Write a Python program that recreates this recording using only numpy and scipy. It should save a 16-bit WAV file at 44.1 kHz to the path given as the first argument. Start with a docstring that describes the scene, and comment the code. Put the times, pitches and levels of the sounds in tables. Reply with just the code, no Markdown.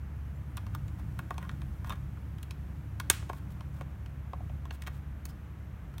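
"""A plastic film camera, handled close to the microphone: a battery is fed in, its lid snaps shut,
and the back is unlatched and swung open. Each contact ticks and rings the hollow shell; in between,
parts and fingers rub and thin metal pings. Nearby surfaces and the walls of a small room answer.
Behind it all a machine hums over a low drone and faint hiss."""
import sys
import numpy as np
from scipy import signal
from scipy.fft import rfft, irfft, next_fast_len
from scipy.io import wavfile
from scipy.ndimage import uniform_filter1d

SR = 44100
rng = np.random.default_rng(int(sys.argv[2]) if len(sys.argv) > 2 else 0)


def inscribe(sig):
    """Save sig as 16-bit PCM at rate SR to the path in sys.argv[1].

    A 1-D sig is mono; a 2-D sig holds one channel per row.
    Samples are clipped to [-1, 1] before scaling.
    """
    pcm = np.round(np.clip(np.atleast_2d(sig).T, -1, 1) * 32767)
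    wavfile.write(sys.argv[1], SR, pcm.astype(np.int16))


N = 264600
T = np.arange(N) / SR
RING = T[:SR // 10]  # time axis of one contact [s]


# Blows close to the microphone: battery in, lid pressed down, camera turned over, back opened.
# (time [s], knock level [dB], knock centre [Hz], knock width [octaves],
#  tick level [dB], tick tilt [dB/octave])
CONTACTS = [ (.5699, -47, 1400, 0.5, -45.5, 1), (.577, -45, 1210, .45, -50.5, -9),
            (.666, -51.5, 1170, 0.97, -59.5, -0.5), (0.7485, -41, 1200, 0.58, -48.5, 2),
            (.881, -68, 1300, 1.2, -62, -3), (1.1901, -39.5, 1250, 1.06, -50.5, 4.5),
            (1.3064, -34, 960, 1.11, -54, 3), (1.3801, -42.5, 1040, 1.1, -49, -2),
            (1.4268, -48.5, 1160, 1.5, -59.5, 4), (1.45, -49.5, 1080, 0.57, -68, -1),
            (1.4927, -44, 1400, 0.62, -50.5, -7), (1.617, -53, 1210, 0.66, -56, -5),
            (1.845, -45.5, 1100, 1, -59, -2), (1.895, -43.5, 1180, 1.5, -47.5, 5),
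            (1.9035, -37, 1170, .58, -49.5, -9), (1.922, -42.5, 1040, .65, -52, -6),
            (2.1705, -54.5, 1200, .6, -78, -5), (2.384, -62, 1300, 1.1, -61.5, -3),
            (2.429, -56, 1480, 1.3, -50, -0.5), (2.5083, -53, 1410, 0.91, -48.5, -1),
            (2.9993, -37.5, 1270, 0.53, -41.5, -1), (3.225, -50.5, 785, 1.7, -64, -13),
            (3.2932, -51, 750, 0.66, -58, -1), (3.297, -34.5, 740, 1.12, -57, -1),
            (3.331, -45, 1010, 1.2, -57.5, 1), (3.607, -49, 1070, 0.68, -56.5, -7),
            (3.81, -42, 830, 1.4, -59, -0.5), (4.0602, -59, 1150, 1, -59, -4.5),
            (4.333, -38.5, 830, 0.59, -58.5, -9), (4.405, -48.5, 730, .4, -76, -5),
            (4.4963, -51.5, 640, .7, -64.5, -14), (4.654, -49, 850, 1.16, -60.5, -1),
            (4.708, -45, 1144, 1.7, -55.5, -5), (4.8205, -50.5, 1990, .5, -51, -1.5),
            (4.865, -53, 1490, 1.2, -57, -6), (4.871, -44.5, 1510, 1.1, -48, -1.5),
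            (4.877, -43, 1200, 1.6, -52.5, 5), (5.2539, -54.5, 1510, 1.3, -44, 5),
            (5.9811, -55, 1304, 1.4, -51.5, 2)]

def contacts():
    """Battery, lid, latch and fingers strike the shell in turn."""
    out = np.zeros(N)
    for s, *blow in CONTACTS:
        add(out, s, contact(*blow))
    return out


# Spectrum of a hard edge striking, heard close up: (frequency [Hz], level [dB])
TICK = [(1000, -48.5), (2200, 1), (3300, 5.5), (4800, -1), (6300, -4), (8600, -2), (10800, -5), (13000, -4),
        (16000, -5)]

def contact(knock_db, centre_hz, octaves, tick_db, tilt_db):
    """An edge ticks and scuffs; a moment later the mass behind it arrives and knocks the shell."""
    hard_hz = 1195  # hard parts knock from here up and scuff in full, soft fingers more briefly
    scuff_s = .0017 * min(centre_hz / hard_hz, 1) ** 1.6
    scuff = np.exp(-RING / scuff_s) * (1 - np.exp(-RING / (.3 * scuff_s)))
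    rattle = undb(-9) * np.exp(-RING / .004)
    slips = grit(len(RING), spread=.71) * (scuff + rattle)
    out = burst(colour(slips, TICK, tilt_db), tick_db)
    high_modes = shell(centre_hz=6000 * undb(tilt_db * .41), octaves=1.8, scatter_db=4)
    add(out, 0, burst(high_modes, tick_db - 10.5))
    knock = shell(centre_hz, octaves, scatter_db=2.5)
    add(out, .0003 + .3 * scuff_s, burst(knock, knock_db))
    return out


# Modes of the camera's hollow shell: (frequency [Hz], level [dB], t60 [s])
SHELL_MODES = [(416, 9.5, 0.03), (584, 4.5, 0.03), (732, 9, 0.016), (937, -1, .032), (1057, 5, 0.027),
               (1190, -1, .036), (1428, 0.5, .028), (1647, 0, 0.031), (1870, 3, .022), (2223, 2, .032),
               (2555, 0.5, 0.03), (2750, 1, .02), (3134, 3, 0.03), (3590, 0.5, 0.03), (3830, -6, 0.036),
               (5370, -3, 0.03), (6003, 4.5, 0.02), (6560, -2, 0.013), (6520, 0, .02), (8570, -2, .018),
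               (9160, 6, 0.015), (12400, -6.5, .016), (14200, -6.5, .016)]

def shell(centre_hz, octaves, scatter_db):
    """The shell rings: softer blows reach lower modes; the spot struck sets their share and phase."""
    hz, db, t60 = np.transpose(SHELL_MODES)[:, :, None]
    share, detune = rng.standard_normal((2, len(SHELL_MODES), 1))
    phase = rng.uniform(0, 2 * np.pi, hz.shape)
    reach = 1 / (1 + (np.log2(hz / centre_hz) / octaves) ** 2) ** 2
    grip = 1 + .0025 * detune  # the hands load the shell a little differently each time
    rise = 1 - np.exp(-(RING * hz) ** 2)  # a mode takes about a cycle to get going
    waves = np.sin(2 * np.pi * hz * grip * RING + phase) * rise * decay(RING, t60)
    return np.sum(undb(db + scatter_db * share) * reach * waves, axis=0)


# Crack of the lid's catch, straight to the microphone: (frequency [Hz], level [dB])
CRACK = [(200, -10.5), (420, -7), (620, -22), (900, -6.5), (1450, -5), (2100, -6.5), (3400, 0), (4800, -5),
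         (6600, -1.5), (8600, -1.5), (11000, -6), (13000, -2.5), (16000, -8.5)]
# Modes of the small stiff battery lid: (frequency [Hz], level [dB], t60 [s])
LID_MODES = [(1600, -6.5, .02), (2600, -8.5, 0.016), (3140, -5.5, .016), (3600, -5.5, .018),
             (6100, -3, 0.0092), (6700, -4, 0.00896), (8560, 2.5, 0.0084), (9900, -5, .008)]
SNAP_S = 3.1003

def snap():
    """The catch scrapes over its lip, cracks home and rings the lid and the hollow of the shell."""
    out = np.zeros(N)
    scrape = colour(grit(len(RING), spread=.4) * np.exp(-RING / .0013), CRACK)
    add(out, SNAP_S - .0012, burst(scrape, db=-32))
    crack = colour(bending_pulse(delay_s=.0007, at_hz=7965), CRACK)
    add(out, SNAP_S - .0005, burst(crack, db=-25))
    # the lid's many small modes blur into a short buzz, and a few strong ones stand out
    buzz = colour(grit(len(RING), spread=.13) * np.exp(-RING / .004), CRACK)
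    add(out, SNAP_S, burst(buzz, db=-25.5))
    hz, db, t60 = np.transpose(LID_MODES)[:, :, None]
    side = (-1) ** np.arange(len(hz))[:, None]  # neighbouring modes swing opposite ways at the catch
    lid = np.sum(side * undb(db) * np.sin(2 * np.pi * hz * RING) * decay(RING, t60), axis=0)
    add(out, SNAP_S, burst(lid, db=-22))
    add(out, SNAP_S, burst(shell(centre_hz=5500, octaves=3.2, scatter_db=.5), db=-25.5))
    add(out, SNAP_S + .00063, burst(shell(centre_hz=1190, octaves=.55, scatter_db=.5), db=-31))
    # the whole camera takes the jolt
    add(out, SNAP_S, burst(shell(centre_hz=399.8, octaves=.25, scatter_db=2.5), db=-42.5))
    return out


def bending_pulse(delay_s, at_hz):
    """A sharp blow after crossing the plastic: bending waves bring the treble first, the bass last."""
    hz = np.arange(len(RING) // 2 + 1) * SR / len(RING)
    phase_lag = 4 * np.pi * delay_s * np.sqrt(hz * at_hz)
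    return irfft(np.exp(-1j * phase_lag), len(RING))


# Parts and fingers sliding on the camera: (start [s], length [s], shell level [dB], hiss level [dB])
RUBS = [(.725, 0.034, -61.5, -74), (0.978, 0.032, -57.5, -67), (1.393, 0.086, -56.5, -75),
        (1.839, 0.068, -56.5, -63.5), (1.892, 0.054, -49, -62.5), (3.331, 0.072, -71, -65.5),
        (3.499, 0.034, -85, -64.5), (3.718, 0.1, -69, -70), (4.711, 0.059, -68, -62), (4.91, .1, -77, -69),
        (5.281, 0.037, -63, -61.5)]

def rubs():
    """Sliding faces catch and slip, hissing and murmuring through the shell."""
    out = np.zeros(N)
    for s, length, shell_db, hiss_db in RUBS:
        size = int(length * SR)
        catch = undb(2.5 * smooth_noise(SR // 5, window=150))[:size]
        slips = grit(size, spread=.55) * catch * signal.windows.tukey(size, .7)
        body = signal.fftconvolve(slips, shell(centre_hz=1160, octaves=1.3, scatter_db=-1))
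        add(out, s, body * undb(shell_db) / np.std(body[:size]))
        hiss = unit(colour(slips, TICK, tilt_db=3))
        add(out, s, hiss * undb(hiss_db))
    return out


# Battery contacts and latch spring: (time [s], frequency [Hz], level [dB], rise [s], t60 [s])
PINGS = [(.35, 7200, -74, .012, .07), (.46, 9200, -73, .04, 0.33), (0.88, 7020, -67, .001, .011),
         (1.897, 3633, -46, 0.0029, 0.08), (4.707, 2780, -50, 0.00061, 0.016),
         (4.707, 4400, -58.5, .001, 0.019), (4.8649, 3135, -53, .003, 0.057),
         (5.295, 5040, -64.5, 0.0034, .05)]

def pings():
    """Thin parts ring or squeak when pushed, swelling and dying away on one wavering note."""
    out = np.zeros(N)
    t = T[:SR // 4]
    for s, hz, db, rise_s, t60 in PINGS:
        waver = 1 + .009 * smooth_noise(len(t), window=200)
        note = np.sin(2 * np.pi * np.cumsum(hz * waver) / SR)
        envelope = (1 - np.exp(-(t / rise_s) ** 2)) * decay(t, t60)
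        add(out, s, burst(note * envelope, db))
    return out


# Spells of fingers shifting on the camera, faint even this close: (start [s], end [s])
FIDGETS = [(1.201, 2.1), (3.75, 3.9), (4.72, 4.85), (5.9, 5.97)]

def touches(per_s=4):
    """Fingers tap the shell lightly at chance moments while the grip shifts."""
    out = np.zeros(N)
    for start, end in FIDGETS:
        count = max(round((end - start) * per_s), 1)
        for k in range(count):
            s = start + (end - start) * (k + rng.uniform()) / count
            force_db = 1.5 * rng.standard_normal()
            add(out, s, contact(knock_db=force_db - 59, centre_hz=1150, octaves=.7,
                                tick_db=force_db - 64, tilt_db=-1.5))
    return out


# The nearest surfaces, a metre or two away: (delay [s], level [dB])
ECHOES = [(.00557, -18), (0.011, -19)]

def nearby(x):
    """The direct sound reaches the microphone first, then its echoes off the nearest surfaces."""
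    out = x.copy()
    for delay_s, db in ECHOES:
        add(out, delay_s, x * undb(db))
    return out


# The snap's power into the room, averaged over all directions: (frequency [Hz], level [dB])
SNAP_POWER = [(250, -6.5), (600, -10), (1100, -0.5), (2200, -1), (3500, -3), (5000, -7.5), (8500, -4),
              (11000, -8.5), (16000, -11)]

def snap_all_round():
    """The snap as the walls receive it: from every side at once, so its peaks and notches even out."""
    out = np.zeros(N)
    pulse = colour(signal.unit_impulse(len(RING)), SNAP_POWER)
    add(out, SNAP_S, burst(pulse, db=-18))
    return out


# The small room around the microphone: (frequency [Hz], t60 [s], level [dB])
ROOM_BANDS = [(297.7, 0.51, -16.5), (1107, 0.32, -14), (3492, 0.38, -15), (7920, 0.41, -19),
              (13070, 0.22, -17)]

def room(x):
    """The walls return a diffuse ring, longest in the bass and shortest in the top treble."""
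    t = T[:SR // 2]
    spectrum = rfft(rng.standard_normal(len(t)))
    octave = np.log2(np.maximum(np.arange(len(spectrum)) * SR / len(t), 1))
    hz, t60, db = np.transpose(ROOM_BANDS)
    onset = np.clip(t / .012, 0, 1) ** 2  # the walls answer late
    tail = np.zeros(len(t))
    for band_t60, band_db, pick in zip(t60, db, np.eye(len(hz))):
        band = irfft(spectrum * np.interp(octave, np.log2(hz), pick), len(t))
        fade = decay(t, band_t60) * onset
        tail += band * fade * undb(band_db) / np.sqrt(np.sum(fade ** 2))
    return signal.fftconvolve(x, tail)[:N]


# Tones of the machine and the mains, in the background: (frequency [Hz], level [dB])
HUM_TONES = [(70.0, -43), (81.3, -52.5), (100, -57), (138.6, -53), (141, -54.5), (200, -66), (244, -69.5)]
# Slow rise and fall of the hum at the microphone: (time [s], gain [dB])
HUM_GAIN = [(0, 1.5), (1.2, 1.5), (3.5, -0.9), (4.5, 2), (5.2, -1.5), (6, -5)]

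def machine_hum():
    """Machine and mains hold their pitches while the level drifts and wavers a little."""
    phases = rng.uniform(0, 2 * np.pi, len(HUM_TONES))
    tones = sum(np.sqrt(2) * undb(db) * np.sin(2 * np.pi * hz * T + phase)
                for (hz, db), phase in zip(HUM_TONES, phases))
    drift_db = np.interp(T, *np.transpose(HUM_GAIN))
    return tones * undb(drift_db + waver_db())


# Low drone of the room: (frequency [Hz], relative level [dB])
DRONE = [(25, -32), (36, -20.5), (47, 3), (55, 5.5), (66, 0.5), (86, -5), (100, 7.5), (122, 0.5),
         (140, 0.5), (168, -2.5), (205, -7.5), (240, -21.5), (300, -12), (480, -49)]
# Air and hiss behind everything: (frequency [Hz], relative level [dB])
AIR = [(200, 14), (400, 4.5), (900, 2), (1500, 0.5), (2200, -4.5), (3200, -12), (4900, -25), (6000, -20.5),
       (7600, -27.5), (9000, -33.5), (10300, -38), (11700, -17.5), (16000, -35.5)]

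def room_tone(crest_s=1.15, rise_db_per_s=3, sink_db_per_s=1):
    """A low drone swells to a crest and slowly sinks under a faint, even hiss."""
    drone = unit(colour(rng.standard_normal(N), DRONE))
    air = unit(colour(rng.standard_normal(N), AIR))
    below_crest_db = np.maximum(rise_db_per_s * (crest_s - T), sink_db_per_s * (T - crest_s))
    return drone * undb(-40.5 - below_crest_db + waver_db()) + air * undb(-56.5)


def waver_db(per_s=5, rms_db=.7):
    """A slow wander in level: random steps, smoothed twice."""
    hold = int(SR / per_s)
    steps = np.repeat(rng.standard_normal(N // hold + 1), hold)
    return rms_db * unit(uniform_filter1d(uniform_filter1d(steps, hold), hold)[:N])


def grit(size, spread):
    """Tiny slips of uneven size between two rough faces."""
    sign, strength = rng.standard_normal((2, size))
    return np.sign(sign) * np.exp(spread * np.clip(strength, -3, 3))


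def smooth_noise(size, window):
    """Noise averaged over a window of samples; rms 1."""
    return unit(uniform_filter1d(rng.standard_normal(size), window))


def colour(x, points, tilt_db=0):
    """Causal filter through (Hz, dB) points, tilted per octave; falls 10 dB an octave below them."""
    n = next_fast_len(2 * len(x), True) * 2
    octave = np.log2(np.maximum(np.arange(n // 2 + 1) * SR / n, 1))
    hz, db = np.transpose(points)
    below = np.maximum(np.log2(hz[0]) - octave, 0)
    above = np.maximum(octave - np.log2(hz[0]), 0)
    curve_db = np.interp(octave, np.log2(hz), db) + tilt_db * above - 10 * below
    # folding the cepstrum gives minimum phase
    cepstrum = irfft(curve_db * np.log(10) / 20)
    cepstrum[1:n // 2] *= 2
    cepstrum[n // 2 + 1:] = 0
    return irfft(rfft(x, n) * np.exp(rfft(cepstrum)))[:len(x)]


def decay(t, t60):
    """Fall by 60 dB every t60 seconds."""
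    return np.exp(-np.log(1000) * t / t60)


def burst(x, db):
    """Give a short sound the energy of 10 ms at this level."""
    return x * undb(db) / np.sqrt(np.sum(x ** 2) / (SR / 100))


def undb(db):
    """Decibels to gain."""
    return 10 ** (np.asarray(db) / 20)


def unit(x):
    """Scale to rms 1."""
    return x / np.sqrt(np.mean(x ** 2))


def add(out, s, x):
    """Mix x into out from time s."""
    i = int(s * SR)
    out[i:i + len(x)] += x[:len(out) - i]


def scene():
    """One microphone: the camera close up, the small room around it, the hum behind."""
    handling = contacts() + rubs() + pings() + touches()
    close = nearby(handling + snap())
    walls = room(handling + snap_all_round())
    return (close + walls + machine_hum() + room_tone())[None]


def record(dry):
    """The recorder cuts the top steeply."""
    top_hz = 15850
    return signal.sosfilt(signal.ellip(10, .2, 80, top_hz, fs=SR, output="sos"), dry)


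dry = scene()
out = record(dry)
inscribe(out)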